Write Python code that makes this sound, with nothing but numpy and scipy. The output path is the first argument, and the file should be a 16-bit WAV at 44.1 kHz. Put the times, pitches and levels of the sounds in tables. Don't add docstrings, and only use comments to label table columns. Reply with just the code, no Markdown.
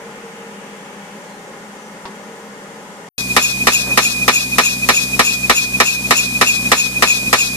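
import sys
import numpy as np
from scipy import signal
from scipy.fft import rfft, irfft, next_fast_len
from scipy.io import wavfile
from scipy.ndimage import map_coordinates

SR = 44100
rng = np.random.default_rng(int(sys.argv[2]) if len(sys.argv) > 2 else 0)


def digitize_waveform(pressure):
    field = np.atleast_2d(pressure).T
    bounded = np.clip(field, -1, 1)
    quanta = np.round(bounded * 32767).astype(np.int16)
    wavfile.write(sys.argv[1], SR, quanta)


N = 333396
TIME = np.arange(N) / SR

# (time [s], accent [dB])
BLOWS = [(3.058, 2), (3.3645, 2), (3.6699, 1), (3.9743, 1.5), (4.2794, 2), (4.583, 2), (4.8880, 2),
         (5.1925, 2.5), (5.4964, 2.5), (5.8012, 3), (6.1079, 1.5), (6.412, 1.5), (6.7171, 3), (7.0230, 2),
         (7.3285, 1.5)]
# (pitch [Hz], relative level [dB], pan left [dB], left phase lead [rad])
PIPE_MODES = [(248, -10, 4, -0.2), (291, -13, -2, -0.0), (371, -11, 1, -0.3), (452, -10, 0, -0.4),
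              (511, -11, 1, -0.4), (689, -10, -1, 0.8), (775, -9, 0, 0.3), (829, -8, -5, 0.5),
              (915, -15, -7, 2.1), (1012, -2, -4, 1.3), (1141, -6, -7, 0.3), (1195, -7, -3, 0.5),
              (1270, -3, 0, 0.3), (1330, -6, -1, -0.2), (1480, -7, 4, -1.8), (1615, -7, -5, -2.9),
              (1696, -10, -5, 0.7), (1739, -8, 1, 1.9), (1820, -3, 5, 1.8), (1900, -9, 0, 0.7),
              (1965, -10, 6, 1.1), (2024, -11, 4, 2.3), (2078, -14, -1, -2.0), (2116, -13, -1, 1.5),
              (2148, -11, 3, 2.8), (2250, -9, -5, 2.7), (2336, -14, -3, 1.7)]
# (frequency [Hz], gain [dB])
RADIATION = [(250, 2), (400, -1.5), (800, -2), (1150, -1.5), (1500, -0.5), (1900, -0.5), (2400, 2)]
# (pitch [Hz], level [dB], t60 [s])
LONG_MODES = [(1001.5, -25.5, 0.4), (1107, -50, 1), (5170, -20, 0.24)]
# (time after blow [s], length [s], level [dB], bend [Hz])
PEEPS = [(0.071, .042, -8, -31), (0.231, .048, -16, 22)]
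# (time after blow [s], length [s], pitch [Hz], level [dB], pan left [dB])
SQUEALS = [(.05, .055, 6886, -12, 5), (.04, .04, 2590, -14, 3), (.056, .04, 2735, -15, 2),
           (.095, .045, 2670, -22, 2), (.055, .045, 13772, -28, 5)]
ENGINE_HARMONICS = [-39, -34.5, -32.5, -36.5, -50.5, -45]
# (pitch [Hz], level [dB])
COMPRESSOR_TONES = [(172, -56.5), (206.6, -44.5), (378, -54), (412, -52.5), (861.5, -51), (1035, -57)]
# (time [s], length [s], level [dB])
WHINES = [(-.15, 0.45, -43), (0.218, .13, -38), (.3, .3, -42), (.66, .14, -44), (2.08, 0.5, -44),
          (2.5, .38, -43)]
# (pitch [Hz], level [dB], t60 [s])
KNOCK_MODES = [(390, -30.5, 0.21), (623, -39.5, 0.077), (900, -45, .12), (950, -28, 0.091),
               (1115, -30, .12)]
# (time [s], length [s], pitch [Hz], level [dB])
SQUEAKS = [(.66, .12, 3300, -56), (1.22, .2, 4160, -54), (1.77, .16, 5950, -50)]

# (frequency [Hz], relative level [dB])
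CRACK_EQ = [(150, -13), (400, -2.5), (900, -7), (2000, 0), (2600, 0.5), (3600, -1.5), (6000, -6.5),
            (10000, -25), (15000, -67)]
EXHAUST_EQ = [(1000, -13), (2900, -16), (3500, -4.5), (4100, 1), (4700, -6), (5300, -5), (6400, -1.5),
              (8000, -9), (14000, -15)]
BURST_EQ = [(1000, -21), (4300, -15), (5500, -3.5), (6700, 0.5), (8200, -6), (11000, -7.5), (13500, -10),
            (14600, -17)]
LEAK_EQ = [(1000, -7), (2900, -9), (3600, -1.5), (5200, 0), (6600, 0.5), (8500, -1.5), (11000, -2.5),
           (14000, -8.5)]
ROAR_EQ = [(20, -15), (60, -8), (130, -8), (230, 12.5), (330, -2.5), (500, -2), (1000, -6.5), (1800, -13),
           (2600, -11.5), (5000, -14.5)]
DRONE_EQ = [(25, -28), (70, -24.5), (125, -16.5), (170, -7), (210, -1.5), (260, -6.5), (330, -12),
            (400, -8), (530, -6.5), (780, -11.5), (890, -8), (1150, -13.5), (2000, -14.5), (6000, -56)]
HISS_EQ = [(1500, -46), (2800, -2), (4350, -7), (6100, -4), (8400, -6.5), (10000, -10.5), (12000, -15),
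           (14500, -21)]
SCUFF_EQ = [(100, -18), (250, 2), (600, -2), (1800, -10), (4000, -28)]
CLATTER_EQ = [(700, -35), (1300, -11), (2000, -5), (3000, -9.5), (7000, -43)]
TICK_EQ = [(200, -17), (1000, -1), (2500, -9), (5200, -10), (7000, -35)]

# (frequency [Hz], left-right correlation [1 mono, 0 wide])
CRACK_IMAGE = [(500, 0.26), (1200, 1.0), (2500, 0.036), (8000, -0.39)]
EXHAUST_IMAGE = [(3000, -0.12), (8000, -0.24)]
BURST_IMAGE = [(3000, -0.14)]
LEAK_IMAGE = [(3000, -0.036), (12000, 0.041)]
ROAR_IMAGE = [(200, 1.0), (600, 0.67), (2000, 0.072)]
SCUFF_IMAGE = [(200, 0.67), (2000, .3)]
FAR_IMAGE = [(60, 0.68), (180, 0.92), (550, 1), (1650, 0.037), (4970, 0.075), (15000, -0.09)]

PORT_OPEN_S, PORT_CLOSE_S = 0.0152, 0.15


def pipe_ring(t, level_db=2, t60=0.088, attack_cycles=2.07, travel_s=.003):
    ring = 0
    for hz, db, pan_db, lead in PIPE_MODES:
        lag_cycles = 2 * travel_s * np.sqrt(1000 * hz)
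        envelope = (1 - np.exp(-(t * hz / attack_cycles) ** 2)) * decay(t, t60)
        gain = amp(level_db + db + curve(RADIATION, hz) + spread(pan_db))
        ring = ring + gain * envelope * np.sin(2 * np.pi * (hz * t - lag_cycles) + spread(lead))
    for hz, db, long_t60 in LONG_MODES:
        ring = ring + amp(db) * decay(t, long_t60) * np.sin(2 * np.pi * hz * t + spread(0.29))
    return ring


def clangs(crack_db=-2, crack_t60=0.15, attack_s=0.00068, rattle=.4, thump_lag_s=.013, thump_hz=550):
    t = TIME[:SR // 3]
    ring = pipe_ring(t)
    steel = noise(CRACK_EQ, CRACK_IMAGE, pan_db=0.5, ripple_db=4)
    envelope = (1 - np.exp(-t / attack_s)) * amp(crack_db) * decay(t, crack_t60)
    rings, cracks = np.zeros((2, 2, N))
    for k, (start, db) in enumerate(BLOWS):
        fresh = steel[:, (k + 1) * len(t):(k + 2) * len(t)]
        crack = steel[:, :len(t)] + rattle * fresh
        add(rings, start, amp(db) * ring)
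        add(cracks, start, amp(db) * crack * envelope)
    low_lag = lambda hz: np.exp(-2j * np.pi * thump_lag_s * thump_hz * np.arctan(hz / thump_hz))
    return rings + filtered(cracks, low_lag)


def port(t, rise_s=0.02504, t60=0.1106):
    return np.clip((t - PORT_OPEN_S) / rise_s, 0, 1) * decay(t - PORT_CLOSE_S, t60)


def air(t, sag_db_per_s=16.5, burst_peak_s=0.069, burst_rise_s=0.031):
    flow = amp(-13 - sag_db_per_s * t) * port(t)
    burst_attack = np.clip(1 + (t - burst_peak_s) / burst_rise_s, 0, 1)
    gush = amp(-10) * burst_attack * decay(t - burst_peak_s, t60=.15)
    seep = amp(-22 - 14 * t) + amp(-9) * decay(t, t60=0.1)
    exhaust = flow * amp(0.6 * wobble(51)) * noise(EXHAUST_EQ, EXHAUST_IMAGE, pan_db=3.5, ripple_db=3)
    burst = gush * amp(wobble(51)) * noise(BURST_EQ, BURST_IMAGE, pan_db=3.5, ripple_db=4.5)
    leak = seep * amp(0.57 * wobble(7.5)) * noise(LEAK_EQ, LEAK_IMAGE, pan_db=5.5, ripple_db=1.3)
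    return exhaust + burst + leak


def whistle(t, rest_hz=2467.6, vent_bend_hz=23.92, waver_hz=9, rasp_hz=25, flutter_hz=42.5,
            fade_db_per_s=105, choke_s=.268, choke_db_per_s=110):
    bend_hz = vent_bend_hz * port(t)
    flutter_depth = 0.74 * swell(t, 0, 0.161)
    flutter = 1 - flutter_depth * np.cos(2 * np.pi * flutter_hz * t)
    fade = amp(-16.5 - fade_db_per_s * np.maximum(t - PORT_CLOSE_S, 0))
    choke = amp(-choke_db_per_s * np.maximum(t - choke_s, 0))
    swing_db = spread(-6 + 0.44 * bend_hz) + 2.5 * np.array([wobble(22), wobble(20)])
    envelope = flutter * fade * choke * amp(swing_db)
    for start, length, db, peep_bend_hz in PEEPS:
        peep = swell(t, start, length) ** 2
        envelope = envelope + amp(db) * peep
        bend_hz = bend_hz + peep_bend_hz * peep
    phase = phase_of(rest_hz + bend_hz + waver_hz * wobble(130) + rasp_hz * flutter_depth * wobble(400))
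    flicker_db = .9 * wobble(5) + .6 * wobble(160)
    tone = envelope * amp(flicker_db) * np.sin(phase + spread(2.21))
    octave = amp(-34 + 2.2 * wobble(40)) * swell(t, 0.054, 0.19) * np.sin(2 * phase + spread(1.7))
    return np.sqrt(2) * (tone + octave)


def squeals(t, waver_hz=65):
    out = 0
    for start, length, hz, db, pan_db in SQUEALS:
        phase = phase_of(hz + waver_hz * wobble(700))
        flicker_db = 2.5 * wobble(4) + 3 * wobble(300)
        envelope = amp(db + flicker_db + spread(pan_db)) * swell(t, start, length)
        out = out + envelope * np.sin(phase + spread(2.22))
    return np.sqrt(2) * out


def engine(firing_hz=62.9, roar_db=-29.5, putter_db=4, hum_pan_db=3):
    phase = phase_of(firing_hz + 0.14 * wobble(4))
    hum = sum(amp(db) * np.sin(k * phase + 2 * np.pi * rng.random())
              for k, db in enumerate(ENGINE_HARMONICS, 1))
    roar = unit_rms(amp(putter_db * np.cos(phase)) * noise(ROAR_EQ, ROAR_IMAGE, pan_db=-2.5))
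    return np.sqrt(2) * hum * amp(spread(hum_pan_db)) + amp(roar_db + wobble(5.2)) * roar


def scuff(level_db=-27):
    grit = noise(SCUFF_EQ, SCUFF_IMAGE)
    return amp(level_db + 2.46 * wobble(97)) * swell(TIME, start=3.82, length=0.14) * grit


def compressor(drone_db=-36, clatter_db=-45.5, hiss_db=-45, whine_hz=460.8, ease_s=1.12, ease_db=6):
    far = lambda eq: noise(eq, FAR_IMAGE, pan_db=1.7, lead_ms=.12, ripple_db=2.5)

    def tone(hz):
        return np.sqrt(2) * amp(1.9 * wobble(17)) * np.sin(2 * np.pi * hz * TIME + 0.76 * wobble(21.99))

    drone = amp(drone_db + 0.38 * wobble(6.34)) * far(DRONE_EQ)
    eased = np.clip((TIME - ease_s) / .25, 0, 1)
    clatter = amp(clatter_db - ease_db * eased + 0.97 * wobble(4.7)) * far(CLATTER_EQ)
    hiss = amp(hiss_db) * far(HISS_EQ)
    whine = sum(amp(db) * swell(TIME, start, length) for start, length, db in WHINES) * tone(whine_hz)
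    tones = sum(amp(db) * tone(hz) for hz, db in COMPRESSOR_TONES)
    return drone + clatter + hiss + whine + tones


def knock(start=2.0543, tick_db=-30):
    t = np.maximum(TIME - start, 0)
    ring = sum(amp(db) * decay(t, t60) * np.sin(2 * np.pi * hz * t) for hz, db, t60 in KNOCK_MODES)
    tick = (t > 0) * amp(tick_db) * decay(t, t60=0.13) * noise(TICK_EQ, FAR_IMAGE)
    return ring + tick


def squeaks(waver_hz=90):
    return sum(amp(db) * swell(TIME, start, length) * np.sin(phase_of(hz + waver_hz * wobble(370)))
               for start, length, hz, db in SQUEAKS)


def duck(x, threshold_db=-9, release_db_per_s=42, attack_s=0.018, detector_s=0.021):
    smooth = lambda v, s: signal.lfilter([1 / (s * SR)], [1, 1 / (s * SR) - 1], v)
    level_db = 10 * np.log10(smooth(np.mean(x ** 2, axis=0), detector_s) + 1e-12)
    over_db = np.maximum(level_db - threshold_db, 0)
    creep_db = release_db_per_s * TIME
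    cut_db = np.maximum.accumulate(over_db + creep_db) - creep_db
    return x * amp(-smooth(cut_db, attack_s))


def noise(eq, image, pan_db=0, lead_ms=0, ripple_db=0):
    def colour(hz):
        width = np.arccos(np.clip(curve(image, hz), -1, 1)) / 2
        ripple = ripple_db * map_coordinates(rng.standard_normal(400), [hz / 60])
        return amp(curve(eq, hz) + ripple) * [np.cos(width), np.sin(width)]

    mid, side = filtered(rng.standard_normal((2, N)), colour)
    lead = lambda hz: np.exp(2j * np.pi * hz * spread(lead_ms) / 1000)
    pair = filtered(np.array([mid + side, mid - side]), lead)
    return unit_rms(pair * amp(spread(pan_db)))


def amp(db):
    return 10 ** (np.asarray(db) / 20)


def unit_rms(x):
    return x / np.sqrt(np.mean(x ** 2) + 1e-20)


def phase_of(hz):
    return 2 * np.pi * np.cumsum(hz) / SR


def decay(t, t60):
    return amp(-60 * np.maximum(t, 0) / t60)


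def swell(t, start, length):
    return np.sin(np.pi * np.clip((t - start) / length, 0, 1))


def wobble(rate):
    return map_coordinates(rng.standard_normal(int(N * rate / SR) + 4), [TIME * rate])


def spread(difference):
    return np.array([[.5], [-.5]]) * difference


def curve(points, hz):
    freqs, values = np.transpose(points)
    return np.interp(np.log(hz + 1), np.log(freqs + 1), values)


def filtered(x, response):
    size = next_fast_len(N + 8192)
    return irfft(rfft(x, size) * response(np.fft.rfftfreq(size, 1 / SR)), size)[..., :N]


def add(track, start, sound):
    part = track[:, round(start * SR):][:, :sound.shape[1]]
    part += sound[:, :part.shape[1]]


def stroke_time():
    starts = np.array(BLOWS)[:, 0]
    latest = np.maximum(np.searchsorted(starts, TIME) - 1, 0)
    return np.maximum(TIME - starts[latest], 0)


def scene(far_end_s=3.089, near_start_s=3.180):
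    t = stroke_time()
    near = duck(clangs() + whistle(t) + squeals(t) + air(t) + engine() + scuff())
    far = compressor() + knock() + squeaks()
    return (TIME < far_end_s) * far + (TIME > near_start_s) * near


def record(dry, ceiling=.72, hardness=8, top_hz=14650):
    clipped = dry / (1 + np.abs(dry / ceiling) ** hardness) ** (1 / hardness)
    return filtered(clipped, lambda hz: hz < top_hz)


dry = scene()
out = record(dry)
digitize_waveform(out)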